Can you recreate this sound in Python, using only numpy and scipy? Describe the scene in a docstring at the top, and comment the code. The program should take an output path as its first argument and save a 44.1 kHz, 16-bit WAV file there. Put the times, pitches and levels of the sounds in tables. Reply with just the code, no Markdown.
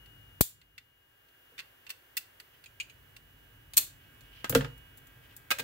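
"""Picking at a trimmer with a steel tool

A pointed tool picks and pries at plastic parts: small ticks, ringing slips and two hard snaps, the first with
a thump on the left microphone. The tool is laid down on a laptop, then plastic parts clack together. Noise
bursts ring the parts, decaying sines ring the laptop, and shaft-locked tones and a repeating scratch make a
small motor whine faintly in a dry room with air, rumble and hum. Loud blows, such as the first snap, make the
recorder turn its gain down; it holds, then creeps back."""
import sys
import numpy as np
from scipy import signal
from scipy.fft import rfft, irfft, next_fast_len
from scipy.io import wavfile
from scipy.ndimage import uniform_filter1d, minimum_filter1d, map_coordinates

SR = 44100
rng = np.random.default_rng(int(sys.argv[2]) if len(sys.argv) > 2 else 0)


def to_wav(sig):
    """Store sig (one row per channel, or 1-D mono) as 16-bit WAV at the path in sys.argv[1].

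    Samples outside -1..1 are clipped; the rate is SR.
    """
    pcm = np.clip(np.atleast_2d(sig), -1, 1) * 32767
    pcm = np.round(pcm).astype(np.int16)
    wavfile.write(sys.argv[1], SR, pcm.T)  # frames by channels


N = 248283  # length in samples


def amp(db):
    """Decibels to gain."""
    return 10 ** (np.asarray(db) / 20)


def unit(x):
    """Scale to rms 1."""
    return x / np.sqrt(np.mean(x ** 2) + 1e-20)


def along(points, hz):
    """Read (f/Hz, value) points on a log frequency axis."""
    f, v = np.transpose(points)
    return np.interp(np.log(hz + 1), np.log(f + 1), v)


def curves(rows):
    """Automation: one value per sample for each column after the time."""
    s, *columns = np.transpose(rows)
    return [np.interp(np.arange(N) / SR, s, column) for column in columns]


def wobble(rate):
    """A smooth random curve with this many knots a second."""
    knots = rng.standard_normal(int(N * rate / SR) + 4)
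    return map_coordinates(knots, [np.arange(N) * rate / SR])


def filtered(x, response):
    """Filter x with a function of frequency."""
    n = x.shape[-1]
    padded = next_fast_len(n + 8192)
    spectrum = rfft(x, padded) * response(np.fft.rfftfreq(padded, 1 / SR))
    return irfft(spectrum, padded)[..., :n]


def coloured(x, spectrum):
    """x shaped by a spectrum, at rms 1."""
    return unit(filtered(x, lambda hz: amp(along(spectrum, hz))))


def causal(gain):
    """The minimum-phase response with this gain: it rings only after the blow."""
    cepstrum = irfft(np.log(np.maximum(gain, 1e-6)))
    half = len(cepstrum) // 2
    return np.exp(rfft(np.r_[cepstrum[0], 2 * cepstrum[1:half]], len(cepstrum)))


def stereo_noise(size):
    """White noise at two microphones, alike in the bass and unrelated in the treble."""
    # left-right likeness: f/Hz, correlation (0 to 1)
    likeness = [(100, 0.97), (350, 0.45), (800, 0), (1600, 0.11), (16000, 0)]

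    def mid_side(hz):
        turn = np.arccos(np.clip(along(likeness, hz), -1, 1)) / 2
        return np.array([np.cos(turn), np.sin(turn)])

    mid, side = filtered(rng.standard_normal((2, size)), mid_side)
    return np.array([mid + side, mid - side])


def add(track, s, sound):
    """Mix a sound into the track at s seconds."""
    part = track[..., round(s * SR):][..., :sound.shape[-1]]
    part += sound[..., :part.shape[-1]]


def burst(envelope):
    """Stereo noise under an envelope, with energy 1 in each channel."""
    x = stereo_noise(size=len(envelope)) * envelope
    return x / np.linalg.norm(x, axis=1, keepdims=True)


def room_tail(t, build_s):
    """The room's answer to one click, scaled to energy 1: each frequency dies at its own speed."""
    # decay of the dry room: f/Hz, t60/s
    decay = [(200, 0.3), (1000, 0.3), (3000, .27), (7000, 0.27), (15000, 0.21)]
    hz, when, z = signal.stft(stereo_noise(size=len(t)), SR, nperseg=256)
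    fading = z * amp(-60 * when / along(decay, hz)[:, None])
    tail = signal.istft(fading, SR, nperseg=256)[1][:, :len(t)]
    return unit(tail * (1 - np.exp(-t / build_s))) / np.sqrt(len(t))


def turned(start_s=3.7, length_s=.55):
    """How far the hands have turned the trimmer round, 0 to 1."""
    return np.clip((np.arange(N) / SR - start_s) / length_s, 0, 1)


def background(rumble_db=1, air_db=-63.0, turned_db=2.0, mains_hz=49, mains_db=-6):
    """A soft rush of air, a little louder once the trimmer is turned, over low room rumble and mains hum."""
    # noise colours: f/Hz, relative level/dB per Hz
    rumble_colour = [(15, -34.5), (28, -15.5), (50, 1), (70, -5.5), (102, 1), (145, -3), (197, -18.5),
                     (280, -10), (400, -33), (800, -73.5)]
    air_colour = [(200, -8.5), (290, -1), (400, 1), (700, -3), (1250, -2), (1630, 3.5), (2050, -2.5),
                  (2500, -7.5), (3000, -4.5), (3700, -11.5), (6000, -19), (9500, -15.5), (13000, -12),
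                  (16000, -9)]
    # fader for rumble and hum together: t/s, level/dB
    low_fader = [(0, -63), (.55, -61.5), (1.3, -77), (2.45, -75), (2.95, -64), (4.6, -61), (5.3, -63)]

    low_db, = curves(low_fader)
    mains = amp(mains_db) * np.sin(2 * np.pi * mains_hz * np.arange(N) / SR)
    rumble = amp(rumble_db + 0.27 * wobble(34)) * coloured(stereo_noise(size=N), rumble_colour)
    air = coloured(stereo_noise(size=N), air_colour)
    air_level = amp(air_db + turned_db * turned() + 0.4 * wobble(9.9))
    return amp(low_db) * (rumble + mains) + air_level * air


def motor(side_db=-75.0, turned_db=8, buzz_db=-67.5, held_waver=.00008, turned_waver=0.00036, order=27, size=2048):
    """Blade tones on the shaft's multiples, and a fine buzz from the same scratch repeating on every turn."""
    # main whine as the trimmer tilts: t/s, level/dB, left-right/dB
    whine_fader = [(0, -63.5, 8.5), (1.3, -66, 6), (2.6, -69.5, -3.5), (3.4, -69, -7), (4.15, -68.5, -7),
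                   (4.7, -61, -7), (5.1, -68, -7), (5.5, -80.5, 4)]
    # quieter tones: shaft order, relative level/dB
    side_tones = [(15, 4.5), (18, -1.5), (21, -1), (23, -6), (24, -1), (29, -13), (31, -7), (33, -11)]
    # buzz colour: f/Hz, relative level/dB per Hz
    buzz_colour = [(2300, -43), (3000, -4), (5000, -9.5), (8000, -14), (10000, -14.5), (12000, -1),
                   (15000, 2.5), (16000, -1.5)]
    start_hz, drift_hz_per_s, sag_hz = 107.7, 0.044, 0.26  # slows a little, and again when turned
    whine_lag, side_lag = .43, .13  # lag at the right microphone (cycles)

    whine_db, left_db = curves(whine_fader)
    shaft_hz = start_hz - drift_hz_per_s * np.arange(N) / SR - sag_hz * turned()
    waver = (held_waver + turned_waver * turned()) * wobble(9.2)
    turns = np.cumsum(shaft_hz * (1 + waver)) / SR

    def tone(k, lag):
        # each microphone's level wavers separately as the hands move
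        level = amp(1.5 * np.array([wobble(3.5), wobble(2.4)]))
        cycles = k * turns + rng.random() - np.array([[0], [lag]])
        return level * np.sin(2 * np.pi * cycles)

    one_turn = signal.resample(rng.standard_normal((2, size // 6)), size, axis=1)
    scratch = np.array([np.interp(turns % 1 * size, np.arange(size), channel) for channel in one_turn])
    whine = amp(whine_db + left_db * np.array([[.5], [-.5]])) * unit(tone(order, whine_lag))
    side = unit(sum(amp(db) * tone(k, side_lag) for k, db in side_tones))
    return whine + amp(side_db + turned_db * turned()) * side + amp(buzz_db) * coloured(scratch, buzz_colour)


def rubs():
    """Fingers shift on plastic: skin slides in short, uneven swells."""
    # slides: t/s, length/s, level/dB
    slides = [(2.512, 0.082, -66.5), (3.993, 0.1, -65), (4.22, 0.093, -65), (4.301, 0.15, -56),
              (5.222, 0.056, -63), (5.277, 0.082, -62)]
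    # skin noise colour: f/Hz, relative level/dB per Hz
    skin_colour = [(500, -26), (1500, -11), (2300, -3), (3000, 7), (3700, -7.5), (5000, -11), (8000, -26),
                   (16000, -20)]
    t = np.arange(N) / SR
    swell = sum(amp(db) * np.sin(np.pi * np.clip((t - s) / length, 0, 1)) for s, length, db in slides)
    return swell * unit(amp(1.6 * wobble(150)) * coloured(stereo_noise(size=N), skin_colour))


def put_down(count=2, flight_s=.059, shrink=.63, loss_db=3):
    """The tool's landings, then ever quicker and weaker bounces after the hardest one."""
    # landings on the laptop: t/s, click level/dB, brightness/dB per octave, thud level/dB, softness/s
    touches = [(4.443, 2.5, -1.5, -44, .0005), (4.495, -5, 11.5, -16.5, 0.0018),
               (4.524, -0.5, -6, -24, 0.00031), (4.549, 14.5, 2, -11.5, 0.0001),
               (4.571, -8.5, 3.5, -24, 0.00068)]
    # first bounce: click level/dB, brightness/dB per octave, thud level/dB, softness/s
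    first_bounce = (0, -4.5, -19, 2)
    drop_s = max(touches, key=lambda row: row[1])[0]
    click_db, bright, thud_db, soft_s = first_bounce
    times = drop_s + np.cumsum(flight_s * shrink ** np.arange(count))
    bounces = [(s, click_db - k * loss_db, bright, thud_db - k * loss_db, soft_s) for k, s in enumerate(times)]
    return list(touches) + bounces


def laptop(room_db=-11, left_db=-0.3, thud_lag_s=0.00436):
    """Bumps ring the hollow case as decaying sines; soft contacts reach mostly its lowest modes."""
    # modes of the case: f/Hz, level/dB, t60/s
    modes = [(54.2, -26.5, 0.51), (119.6, -15, 0.42), (141.4, -11.5, 0.32), (208.4, -13, 0.12),
             (261.7, -7.5, 0.14), (423.4, 2.5, 0.016), (470.5, -0.5, 0.076), (514, -6, 0.086),
             (648, -8.5, 0.051), (795, -29, 0.055)]
    # a hand bumps the laptop: t/s, level/dB, softness/s
    nudges = [(1.521, -59.5, .0002), (4.775, -47.5, 0.0017), (5.597, -36, 0.000089)]

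    out, t = np.zeros((2, N)), np.arange(SR // 2) / SR
    # the case answers just after the tool's click
    thuds = [(s + thud_lag_s, db, soft_s) for s, _, _, db, soft_s in put_down()]
    for s, db, soft_s in [*thuds, *nudges]:
        ring = np.zeros(len(t))
        for hz, level, t60 in modes:
            decay = amp(level + rng.normal(0, 2.4) - 60 * t / t60)
            softening = np.hypot(1, 2 * np.pi * hz * soft_s)
            ring += decay / softening * np.sin(2 * np.pi * hz * t)
        ring *= 1 - np.exp(-t / 0.0032)
        echo = signal.fftconvolve(ring[None], room_tail(t, build_s=0.002), axes=1)[:, :len(t)]
        add(out, s, amp(db) * (ring + amp(room_db) * echo))
    return out * amp([[left_db], [-left_db]])


def stutters(events, every_s=.0057, loss_db=2):
    """A dragged contact sticks and slips steadily, each catch weaker: rows of t/s, level/dB, brightness."""
    return [(s + k * every_s, db - k * loss_db, bright)
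            for s, db, bright, drag_s in events
            for k in range(1 + round(abs(drag_s) / every_s))]


def clicks(contacts, body, tint, crack_t60, scatter_t60, scatter_db, room_db, rise_s, valley_db, size=16384):
    """Each contact is a brief crack that rings the part, scatters off hands, keys and screen, and fades."""
    # stereo lean of handling: f/Hz, left-right/dB
    stereo_lean = [(200, 1), (600, 1.5), (1000, -0.5), (2500, -1), (5000, -4.5), (8000, -3.5), (12500, 4),
                   (16000, 4.5)]

    out, t, hz = np.zeros((2, N)), np.arange(size) / SR, np.fft.rfftfreq(size, 1 / SR)
    lean = amp(along(stereo_lean, hz) * np.array([[.5], [-.5]]))
    hollow_db, knock_db, snap_db, tick_db = tint
    # valley_db shifts the band between the part's low and high groups of modes
    colour = [(30, hollow_db - 19.5), (150, hollow_db - 3.5), (600, hollow_db), (1500, knock_db),
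              (2700, 0.0053), (4000, snap_db / 2), (5400, snap_db + valley_db), (7300, snap_db),
              (9800, (snap_db + tick_db) / 2 - 3), (13000, tick_db + 1.5)]  # f/Hz, level/dB
    treble_octaves = np.log2(np.maximum(hz / 2700, 1))  # brightness tilts the treble
    for s, db, bright in contacts:
        crack = burst(amp(-60 * t / crack_t60) * (1 - np.exp(-t / rise_s)) ** 2)
        scatter = burst(amp(-60 * t / scatter_t60) * (1 - np.exp(-t / 0.0023)))
        blow = amp(-4) * crack + amp(scatter_db) * scatter + amp(room_db) * room_tail(t, build_s=0.0039)
        ring = np.ones(len(hz))
        for f, width, level in body:
            # where the contact lies decides how strongly each resonance answers
            power = amp(level + rng.normal(0, 3.1)) ** 2
            ring += power / (1 + ((hz - f) / (width / 2)) ** 2)
        ring /= uniform_filter1d(ring, size=900)  # resonances gather the energy around them
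        gain = amp(db + along(colour, hz) + bright * treble_octaves) * np.sqrt(ring)
        add(out, s, irfft(rfft(blow) * causal(gain) * lean))
    return out


def clacks():
    """Plastic parts pushed together ring their shell."""
    # contacts: t/s, level/dB, brightness/dB per octave, drag/s
    contacts = [(5.5045, 7, 0.5, 0), (5.5115, 9.5, 1, .006), (5.5855, -3, 3, 0), (5.594, 0.5, 1.5, 0.0044)]
    # resonances of the plastic shell and the tool: f/Hz, width/Hz, level/dB
    shell = [(538, 40, 12.5), (600, 30, 18), (940, 49, 2), (1290, 96, 7.5), (1603, 27, 16.5), (2155, 47, 7),
             (2510, 51, 10.5), (2880, 37, 9.5), (3550, 41, 6), (4040, 57, 7), (8250, 390, 9.5)]
    # tint: hollow/dB, knock/dB, snap/dB, tick/dB
    tint = (-6.5, 0.5, -10.5, -15)
    return clicks(stutters(contacts), shell, tint, crack_t60=0.017, scatter_t60=0.0385, scatter_db=-1.5,
                  room_db=-12.5, rise_s=0.00067, valley_db=-1)


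def landing_clicks():
    """The tool's handle rings as it lands and bounces on the laptop."""
    # resonances of the handle: f/Hz, width/Hz, level/dB
    handle = [(887, 62, 8.1), (1260, 38, 7.1), (1418, 64, 5.1), (1595, 45, 12), (1740, 70, 5.1),
              (1970, 15, 1.8), (2700, 92, 4.2), (3340, 34, 3.5), (7180, 65, 3)]
    # tint: hollow/dB, knock/dB, snap/dB, tick/dB
    tint = (-0.5, 2.5, -11.5, -15.5)
    contacts = [row[:3] for row in put_down()]
    return clicks(contacts, handle, tint, crack_t60=0.021, scatter_t60=0.074, scatter_db=-5,
                  room_db=-12.0, rise_s=0.00078, valley_db=0.5)


def slips():
    """The tip slips on a tight part, which rings."""
    # contacts: t/s, level/dB, brightness/dB per octave, drag/s
    contacts = [(2.659, -13, 1.5, 0.00086), (2.7998, 2, -0.5, 0.0036), (2.829, -25, 8, 0),
                (2.897, -14, 0.5, 0.0019)]
    # resonances of the tight part: f/Hz, width/Hz, level/dB
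    tight_part = [(2440, 200, 21.4), (2710, 62, 5.8), (2895, 69, 18), (3190, 130, 13), (6600, 190, 15),
                  (6930, 290, 10)]
    # tint: hollow/dB, knock/dB, snap/dB, tick/dB
    tint = (-36, -15.5, -10.5, -28)
    return clicks(stutters(contacts), tight_part, tint, crack_t60=0.0097, scatter_t60=0.054, scatter_db=-1,
                  room_db=-12.5, rise_s=0.00067, valley_db=-7.5)


def thump(s=.4103, db=6.6, relax_s=0.0019, rise_s=.00008, cut_hz=40):
    """The first snap jolts the left microphone: one pressure push and its slow rebound."""
    out, t = np.zeros((2, N)), np.arange(SR // 10) / SR
    push = (1 - t / relax_s) * np.exp(-t / relax_s) * (1 - np.exp(-t / rise_s))
    high_pass = signal.butter(1, cut_hz, "high", fs=SR)
    add(out[0], s, -amp(db) * signal.lfilter(*high_pass, push))
    return out


def snaps():
    """Catches let go with a sharp crack, and small parts tick."""
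    # contacts: t/s, level/dB, brightness/dB per octave, drag/s
    contacts = [(0.4088, 7.5, 1, 0.000082), (3.735, -12.5, -6, 0.00011), (3.767, -10, -3, 0.0027),
                (3.77, 4, 0, 0.00041), (3.777, 6.5, -2, 0), (4.208, -29.5, -4.5, 0),
                (4.777, -45.5, 3, 0.00093), (4.974, -40.5, 3, .006), (5.07, -37.5, -0.5, 0.0024),
                (5.365, -33.5, 3.5, 0)]
    # resonances of the catch: f/Hz, width/Hz, level/dB
    catch = [(2550, 50, 5), (3550, 430, 8), (4260, 120, 8), (4690, 100, 3.2), (7250, 65, 6.9),
             (8570, 110, 7.3), (7650, 79, 5), (11600, 88, 7), (12800, 150, 7.4), (13600, 67, 4.4)]
    # tint: hollow/dB, knock/dB, snap/dB, tick/dB
    tint = (-9, -9.5, 8, 9)
    return clicks(stutters(contacts), catch, tint, crack_t60=0.0036, scatter_t60=0.042, scatter_db=-1,
                  room_db=-9.5, rise_s=0.00049, valley_db=-7)


def pries():
    """The tip picks and scrapes at the chassis, which rings."""
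    # contacts: t/s, level/dB, brightness/dB per octave, drag/s
    contacts = [(0.058, -25.5, -0.5, 0.00005), (0.614, -15, -3.5, 0), (0.779, -2.5, -3, 0),
                (1.285, -31.5, 2.5, 0), (1.579, -9.5, -3, .006), (1.5895, -4, -4, .012),
                (1.8655, -11.5, -4.5, 0), (1.893, -10, 1.5, 0), (1.902, -4, 2.5, 0), (2.1683, 0, 5, .006),
                (2.399, -13, 1, 0), (2.639, -17.5, 0.5, 0), (3.164, -16, 1, 0)]
    # resonances of the chassis: f/Hz, width/Hz, level/dB
    chassis = [(1098, 23, 16), (1490, 140, 13), (1960, 210, 14.5), (2300, 75, -4), (2707, 130, 14),
               (3090, 120, 4.5), (3553, 78, 14.5), (4370, 380, 14.5), (5010, 220, 8.5), (8140, 610, 14),
               (12560, 120, -18)]
    # tint: hollow/dB, knock/dB, snap/dB, tick/dB
    tint = (-21.5, -10.5, -13, -16)
    return clicks(stutters(contacts), chassis, tint, crack_t60=0.016, scatter_t60=0.039, scatter_db=2,
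                  room_db=-11.5, rise_s=0.00063, valley_db=2.0)


def scene():
    """Everything on the desk, from the background to the tool."""
    surroundings = background() + motor() + rubs() + laptop()
    return surroundings + clacks() + landing_clicks() + slips() + thump() + snaps() + pries()


def gain_control(x, size=64, ceiling_db=-7, look_ahead_s=.006, hold_s=0.55, recover_db_per_s=13.5):
    """A blow above the ceiling turns the gain down, just ahead of it; it holds, then creeps back."""
    t = np.arange(N) / SR
    power = np.abs(uniform_filter1d(x ** 2, size, axis=1)).max(axis=0)  # the louder channel rules
    level_db = 10 * np.log10(power + 1e-12)
    ahead, hold = round(look_ahead_s * SR), round(hold_s * SR)
    needed_db = np.pad(np.minimum(ceiling_db - level_db, 0), (hold, ahead))
    held_db = minimum_filter1d(needed_db, hold + ahead)[(hold + ahead) // 2:][:N]
    recovery_db = recover_db_per_s * t
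    gain_db = np.minimum.accumulate(held_db - recovery_db) + recovery_db
    return x * amp(uniform_filter1d(gain_db, ahead))


def record(dry, top_hz=15800):
    """The recorder rides its gain, clips at full scale and rolls off steeply at its band limit."""
    clipped = np.clip(gain_control(dry), -1, 1)
    return filtered(clipped, lambda hz: np.clip((top_hz - hz) / 200 + .5, 0, 1))


dry = scene()
out = record(dry)
to_wav(out)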